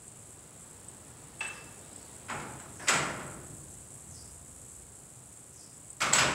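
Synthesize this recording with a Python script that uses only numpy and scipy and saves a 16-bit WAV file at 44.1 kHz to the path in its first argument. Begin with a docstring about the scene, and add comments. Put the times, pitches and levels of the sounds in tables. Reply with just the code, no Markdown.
"""Steel weights clank in a hard-walled garage gym, heard from one microphone. Across the room heavy gear
knocks and rattles, each blow booming off the walls; nearer, two small dumbbells tap together.
Behind them lie deep thuds, a low room rumble, a soft wash of air and a faint bird outside. A high
fluttering fizz with small ticks and three thin chirps is likely the camera's electronics."""
import sys
import numpy as np
from scipy import signal
from scipy.fft import rfft, irfft, next_fast_len
from scipy.io import wavfile
from scipy.ndimage import uniform_filter1d

SR = 44100
rng = np.random.default_rng(int(sys.argv[2]) if len(sys.argv) > 2 else 0)


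def generate_wav(sig):
    """Save sig (samples, or channels by samples) to the path in sys.argv[1] as 16-bit PCM at SR."""
    pcm = np.round(np.clip(np.atleast_2d(sig).T, -1, 1) * 32767).astype(np.int16)
    wavfile.write(sys.argv[1], SR, pcm)


N = 279930
GRIND_S = 0.0015  # rise time of a heavy contact at 0 dB of bite
# low spectrum of the room, under its rumble and the thuds: (frequency [Hz], level [dB])
RUMBLE_SPECTRUM = [(20, -42), (38, -15.5), (58, -4.5), (90, -2.5), (130, -1.5), (200, -12), (320, -16.5),
                   (700, -21.5), (2200, -35)]


def amp(db):
    """Decibels to gain."""
    return 10 ** (np.asarray(db) / 20)


def unit(x):
    """Scale to rms 1."""
    return x / np.sqrt(np.mean(x ** 2) + 1e-20)


def along(points, hz):
    """Read (frequency, value) points on a log frequency axis."""
    point_hz, values = np.transpose(points)
    return np.interp(np.log(hz + 1), np.log(point_hz + 1), values)


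def add(track, s, sound):
    """Mix a sound into the track from second s on."""
    part = track[round(s * SR):][:len(sound)]
    part += sound[:len(part)]


def coloured(x, spectrum):
    """x shaped by a spectrum, at rms 1."""
    size = next_fast_len(len(x) + 8192)
    gain = amp(along(spectrum, np.fft.rfftfreq(size, 1 / SR)))
    return unit(irfft(rfft(x, size) * gain, size)[:len(x)])


def swell(rest_db, rise_db, peak_s, width_s):
    """A gain that rises slowly to one peak and sinks back."""
    return amp(rest_db + rise_db * np.exp(-((np.arange(N) / SR - peak_s) / width_s) ** 2 / 2))


def whistle(hz, rough_hz):
    """A tone whose pitch trembles quickly."""
    jitter = unit(uniform_filter1d(rng.standard_normal(len(hz)), size=60))
    return np.sin(2 * np.pi * np.cumsum(hz + rough_hz * jitter) / SR)


def treble(hz, knee_hz=1800, top_hz=7000):
    """Octaves above the knee, where the hardness of a contact matters; constant above top_hz."""
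    return np.log2(1 + (np.minimum(hz, top_hz) / knee_hz) ** 2) / 2


def push(spectrum, tilt_db=0, hollow_hz=1400, hollow_db=0, size=4096):
    """A contact pulse of energy 1: hardness tilts its treble up, and the struck part lifts one band."""
    hz = np.fft.rfftfreq(size, 1 / SR)
    resonance_db = hollow_db / (1 + ((hz / hollow_hz - 1) / 0.088) ** 2)
    db = along(spectrum, hz) + tilt_db * treble(hz) + resonance_db
    cepstrum = irfft(np.log(amp(db)))
    cepstrum[1:size // 2] *= 2  # minimum phase: the energy comes at the start
    cepstrum[size // 2 + 1:] = 0
    pulse = irfft(np.exp(rfft(cepstrum)))
    return pulse / np.linalg.norm(pulse)


def ring(modes, tilt_db=0):
    """Struck metal rings in decaying modes, their levels and pitches a little new each time; energy 1."""
    t = np.arange(SR) / SR
    hz, db, t60 = np.transpose(modes)[:, :, None]
    db = db + tilt_db * treble(hz) + 2 * rng.standard_normal(hz.shape)
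    hz = hz + 2 * rng.standard_normal(hz.shape)
    polarity = rng.choice([-1, 1], hz.shape)
    tone = np.sum(amp(db - 60 * t / t60) * polarity * np.sin(2 * np.pi * hz * t), axis=0)
    return tone / np.linalg.norm(tone)


def room(early_db, early_t60, build_s, attack_s=0.00041):
    """One path through the gym to the microphone: near reflections, then a diffuse tail builds up."""
    # reverberation between the hard walls: (frequency [Hz], t60 [s])
    decay_times = [(100, 3.1), (250, 1.65), (600, 1.21), (1500, 0.86), (3000, 0.67), (6000, 0.6),
                   (12000, 0.38)]
    hz, s, noise = signal.stft(rng.standard_normal(3 * SR // 2), SR, nperseg=256)
    decay = amp(-60 * s / along(decay_times, hz)[:, None])
    tail = signal.istft(noise * decay, SR, nperseg=256)[1]
    t = np.arange(len(tail)) / SR
    early = amp(early_db - 60 * t / early_t60) * rng.standard_normal(len(t))
    return (early + tail * (1 - np.exp(-t / build_s))) * (1 - np.exp(-t / attack_s))


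def boom(pulse, grind_s):
    """The low answer of the room, which swells after a pulse."""
    return signal.fftconvolve(pulse, room(early_db=-4, early_t60=.08, build_s=.02, attack_s=grind_s))


def room_tone():
    """Low rumble and a broad wash of air all round the microphone; each swells once."""
    # the wash of air: (frequency [Hz], level [dB])
    air_spectrum = [(50, -34), (130, 0.5), (300, -1.5), (700, -6.5), (1200, -10), (2200, -15.5),
                    (5000, -20), (12500, -35), (16000, -24.5)]
    rumble = coloured(rng.standard_normal(N), RUMBLE_SPECTRUM)
    air = coloured(rng.standard_normal(N), air_spectrum)
    return (rumble * swell(rest_db=-58.4, rise_db=3.2, peak_s=3, width_s=1.0)
            + air * swell(rest_db=-60, rise_db=5.7, peak_s=1.91, width_s=1.18))


def fizz(flutter_hz=29.6):
    """A high hiss, likely electronics by the microphone, flutters unevenly, crackles and ticks."""
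    # the hiss: (frequency [Hz], level [dB])
    hiss_spectrum = [(3000, -55), (5300, -26), (6400, -14), (7200, -4), (7950, 0), (8550, -2.7), (9000, -8),
                     (9550, -5.5), (10400, -14.5), (10950, -12.5), (11500, -16), (12200, -28), (16000, -42)]
    # sharper ticks in the hiss: (time [s], level [dB])
    ticks = [(0.079, -35.5), (0.116, -39.5), (0.884, -35.5), (0.891, -40), (1.930, -40), (1.96, -37),
             (5.903, -35), (5.908, -44), (5.929, -37), (5.967, -40)]
    # one tick: (frequency [Hz], level [dB])
    tick_spectrum = [(5500, -35), (7400, -6), (8100, 7), (8900, -7), (10000, -20), (13000, -50)]
    cycle = 2 * np.pi * flutter_hz * np.arange(N) / SR
    flutter = unit(sum(np.cos(k * cycle + rng.uniform(0, 2 * np.pi)) for k in range(1, 5)))
    waver = unit(signal.fftconvolve(rng.standard_normal(N), signal.windows.hann(SR // 12), "same"))
    crackle = unit(uniform_filter1d(rng.standard_normal(N), size=90))
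    swing_db = 2.1 * flutter + waver + 1.4 * crackle
    hiss = coloured(rng.standard_normal(N) * amp(swing_db), hiss_spectrum)
    hiss *= swell(rest_db=-53.6, rise_db=3.5, peak_s=3.5, width_s=1.15)
    t = np.arange(SR // 20) / SR
    tick_shape = amp(-60 * t / .03) * (1 - np.exp(-t / .0007))
    for s, db in ticks:
        add(hiss, s, amp(db) * tick_shape * coloured(rng.standard_normal(len(t)), tick_spectrum))
    return hiss


def thin_chirps(at_s=1.386, chirp_s=.036, start_hz=7860, rise_hz=380, first_db=-43.5, step_db=2):
    """Three thin rising chirps near 8 kHz, likely from the same electronics as the fizz."""
    hz = start_hz + rise_hz * np.linspace(0, 1, int(chirp_s * SR))
    shape = signal.windows.tukey(len(hz), .5)
    chirps = [amp(first_db + step_db * k) * shape * whistle(hz, rough_hz=110) for k in range(3)]
    out = np.zeros(N)
    add(out, at_s, np.concatenate(chirps))
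    return out


def bird(start_hz=7200, end_hz=4750, fall_s=.05, call_s=0.14, note_s=0.077):
    """A distant bird outside twitters and slides down in husky whistles; only its echo comes in."""
    # short twittered notes: (time [s], pitch [Hz], level [dB])
    twitter = [(1.79, 3830, -64), (1.87, 3970, -64), (1.9, 5200, -60), (1.97, 4600, -63), (2.05, 3790, -64)]
    # falling whistles: (time [s], level [dB])
    calls = [(1.449, -60.5), (2.73, -57), (4.069, -57), (5.50, -59)]
    song = np.zeros(N)
    note_shape = signal.windows.hann(int(note_s * SR))
    for s, hz, db in twitter:
        add(song, s, amp(db) * note_shape * whistle(np.full(len(note_shape), hz), rough_hz=300))
    t = np.arange(int(call_s * SR)) / SR
    slide = np.exp(-(t / fall_s) ** 2 / 2)
    for s, db in calls:
        call = whistle(end_hz + (start_hz - end_hz) * slide, rough_hz=170 + 480 * slide)
        add(song, s, amp(db) * unit(call * signal.windows.tukey(len(t), .5)))
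    path = room(early_db=0, early_t60=.1, build_s=.01)
    return signal.fftconvolve(song, path / np.linalg.norm(path))[:N]


def thuds():
    """Deep thuds in the room, some under the clanks and some alone."""
    # deep thuds: (time [s], level [dB], resonance [Hz])
    deep_thuds = [(2.3, -51.5, 230), (3.2, -50.5, 149.8), (3.36, -49.5, 339), (4.04, -53, 80),
                  (4.2, -53, 65), (6.02, -46, 126), (6.19, -40, 139)]
    out = np.zeros(N)
    for s, db, hz in deep_thuds:
        add(out, s, amp(db) * boom(push(RUMBLE_SPECTRUM, hollow_hz=hz, hollow_db=11.5), GRIND_S))
    return out


def dumbbells():
    """Nearer the microphone, two small heads tap with a click and one clear note."""
    # the heads meet and bounce: (time [s], click level [dB], ring level [dB])
    taps = [(1.406, -42.5, -38), (1.411, -43.5, -56)]
    # the dry click of contact: (frequency [Hz], level [dB])
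    click_spectrum = [(150, -22), (450, -9), (700, -12), (950, -4), (1400, 0.5), (2100, -4.5), (2800, -3),
                      (3400, -6.5), (4500, -14.5), (6000, -16), (9000, -22), (15000, -45)]
    # partials of a dumbbell: (frequency [Hz], level [dB], t60 [s])
    dumbbell_modes = [(900, -11, 0.056), (1235, -13, 0.044), (1620, -9, 0.045), (2620, -1.5, 0.024),
                      (2650, 2.5, 0.071), (2870, -12, .05)]
    out = np.zeros(N)
    for s, click_db, ring_db in taps:
        path = room(early_db=8.5, early_t60=0.04, build_s=0.0074)
        add(out, s, amp(click_db) * signal.fftconvolve(push(click_spectrum), path))
        add(out, s, amp(ring_db) * signal.fftconvolve(ring(dumbbell_modes), path))
    return out


def heavy_gear(firm_db=-30, bite_halves_db=11):
    """Across the room, each blow on steel gives a broad clank, a ring, a bright chink and a boom."""
    # blows, whose bite is the level of the chink over the clank:
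    # (time [s], strength [dB], treble tilt [dB/octave], hollow resonance [Hz], bite [dB])
    blows = [(2.284, -41, -8, 2460, -25), (2.297, -37, -11, 853, -10), (2.398, -50, -2, 1400, -6),
             (2.598, -53, -7, 1300, 1), (2.795, -43.5, -11, 1717, -30.5), (2.872, -36, -1, 2607, -6),
             (2.882, -28, 2.5, 2030, -0.5), (2.892, -28.5, -9.5, 1390, -5.5), (2.934, -32, -3, 1980, -11),
             (3.19, -46.5, -7, 1410, -21), (6.004, -34.5, 2.5, 2180, -10), (6.016, -28.5, 0, 1190, -10),
             (6.124, -33.5, -6.5, 970, -7), (6.132, -31, 0, 4220, 6.5), (6.152, -30.5, 0.5, 3650, -10),
             (6.181, -26, 2, 2740, -17), (6.22, -32, -9.5, 1040, -22.5)]
    # the broad clank: (frequency [Hz], level [dB])
    clank_spectrum = [(60, -35), (200, -18.5), (430, -10.5), (650, -4.5), (1000, -3), (1400, 0),
                      (1800, -2.5), (2500, -4), (3600, -8), (5200, -11), (6000, -10), (8500, -19.5),
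                      (11000, -24), (15500, -42)]
    # long-ringing partials of the gear: (frequency [Hz], level [dB], t60 [s])
    steel_modes = [(607, -7, .9), (945, -5, .8), (1358, -3, .7), (1462, -1, .8), (1741, -5, .7),
                   (1960, -6, .6), (2185, 0, .7), (2402, 0, .7), (2600, -2, .4), (2823, -2, .6),
                   (3128, -5, .5), (3278, -6, .6), (4500, -9, .5), (4980, 1, .45), (5085, -4, .45),
                   (5250, -2, .25)]
    # a quickly dying cluster of high partials: (frequency [Hz], level [dB], t60 [s])
    chink_modes = [(6700, -15.5, 0.022), (7140, -4.5, 0.01), (7670, -10, 0.017), (7740, 3, 0.0072),
                   (8030, -1.5, 0.0083), (8300, -15, 0.0044)]
    # the boom of the room: (frequency [Hz], level [dB])
    boom_spectrum = [(35, -37), (70, -10), (110, -16), (138, 1), (175, -6.5), (240, -6), (330, -4.5),
                     (550, -12), (1200, -39), (4000, -60)]
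    out = np.zeros(N)
    for s, db, tilt_db, hollow_hz, bite_db in blows:
        ring_db = -41.5 + 1.38 * (db - firm_db) - .15 * bite_db  # strong blows ring, biting ones less
        boom_db = -43 + 0.73 * (db - firm_db) - 0.31 * tilt_db  # dull blows boom more
        grind_s = GRIND_S * .5 ** (bite_db / bite_halves_db)  # biting blows start faster
        path = room(early_db=8, early_t60=0.074, build_s=0.0059, attack_s=grind_s)
        clank = push(clank_spectrum, tilt_db, hollow_hz, hollow_db=7.0)
        add(out, s, amp(db) * signal.fftconvolve(clank, path))
        steel = ring(steel_modes, tilt_db - 1.8)
        steel /= np.std(steel[:SR // 20])  # rms 1 over the first 50 ms
        add(out, s, amp(ring_db) * steel)
        add(out, s, amp(ring_db - 8) * signal.fftconvolve(steel, path / np.linalg.norm(path)))
        chink = ring(chink_modes)
        chink_path = room(early_db=9.5, early_t60=0.065, build_s=0.016, attack_s=grind_s)
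        add(out, s, amp(db + bite_db) * signal.fftconvolve(chink, chink_path))
        add(out, s, amp(boom_db) * boom(push(boom_spectrum), grind_s))
    return out


def scene():
    """Everything reaches one microphone, so both channels are alike."""
    mono = room_tone() + heavy_gear() + thuds() + dumbbells() + thin_chirps() + bird() + fizz()
    return np.array([mono, mono])


def record(dry):
    """The camera rolls off the deepest bass and keeps nothing above its band limit."""
    low_cut_hz, top_hz = 40, 15760
    size = next_fast_len(N + 8192)
    thinned = signal.sosfilt(signal.butter(4, low_cut_hz, "highpass", fs=SR, output="sos"), dry)
    in_band = np.fft.rfftfreq(size, 1 / SR) < top_hz
    return irfft(rfft(thinned, size) * in_band, size)[:, :N]


dry = scene()
out = record(dry)
generate_wav(out)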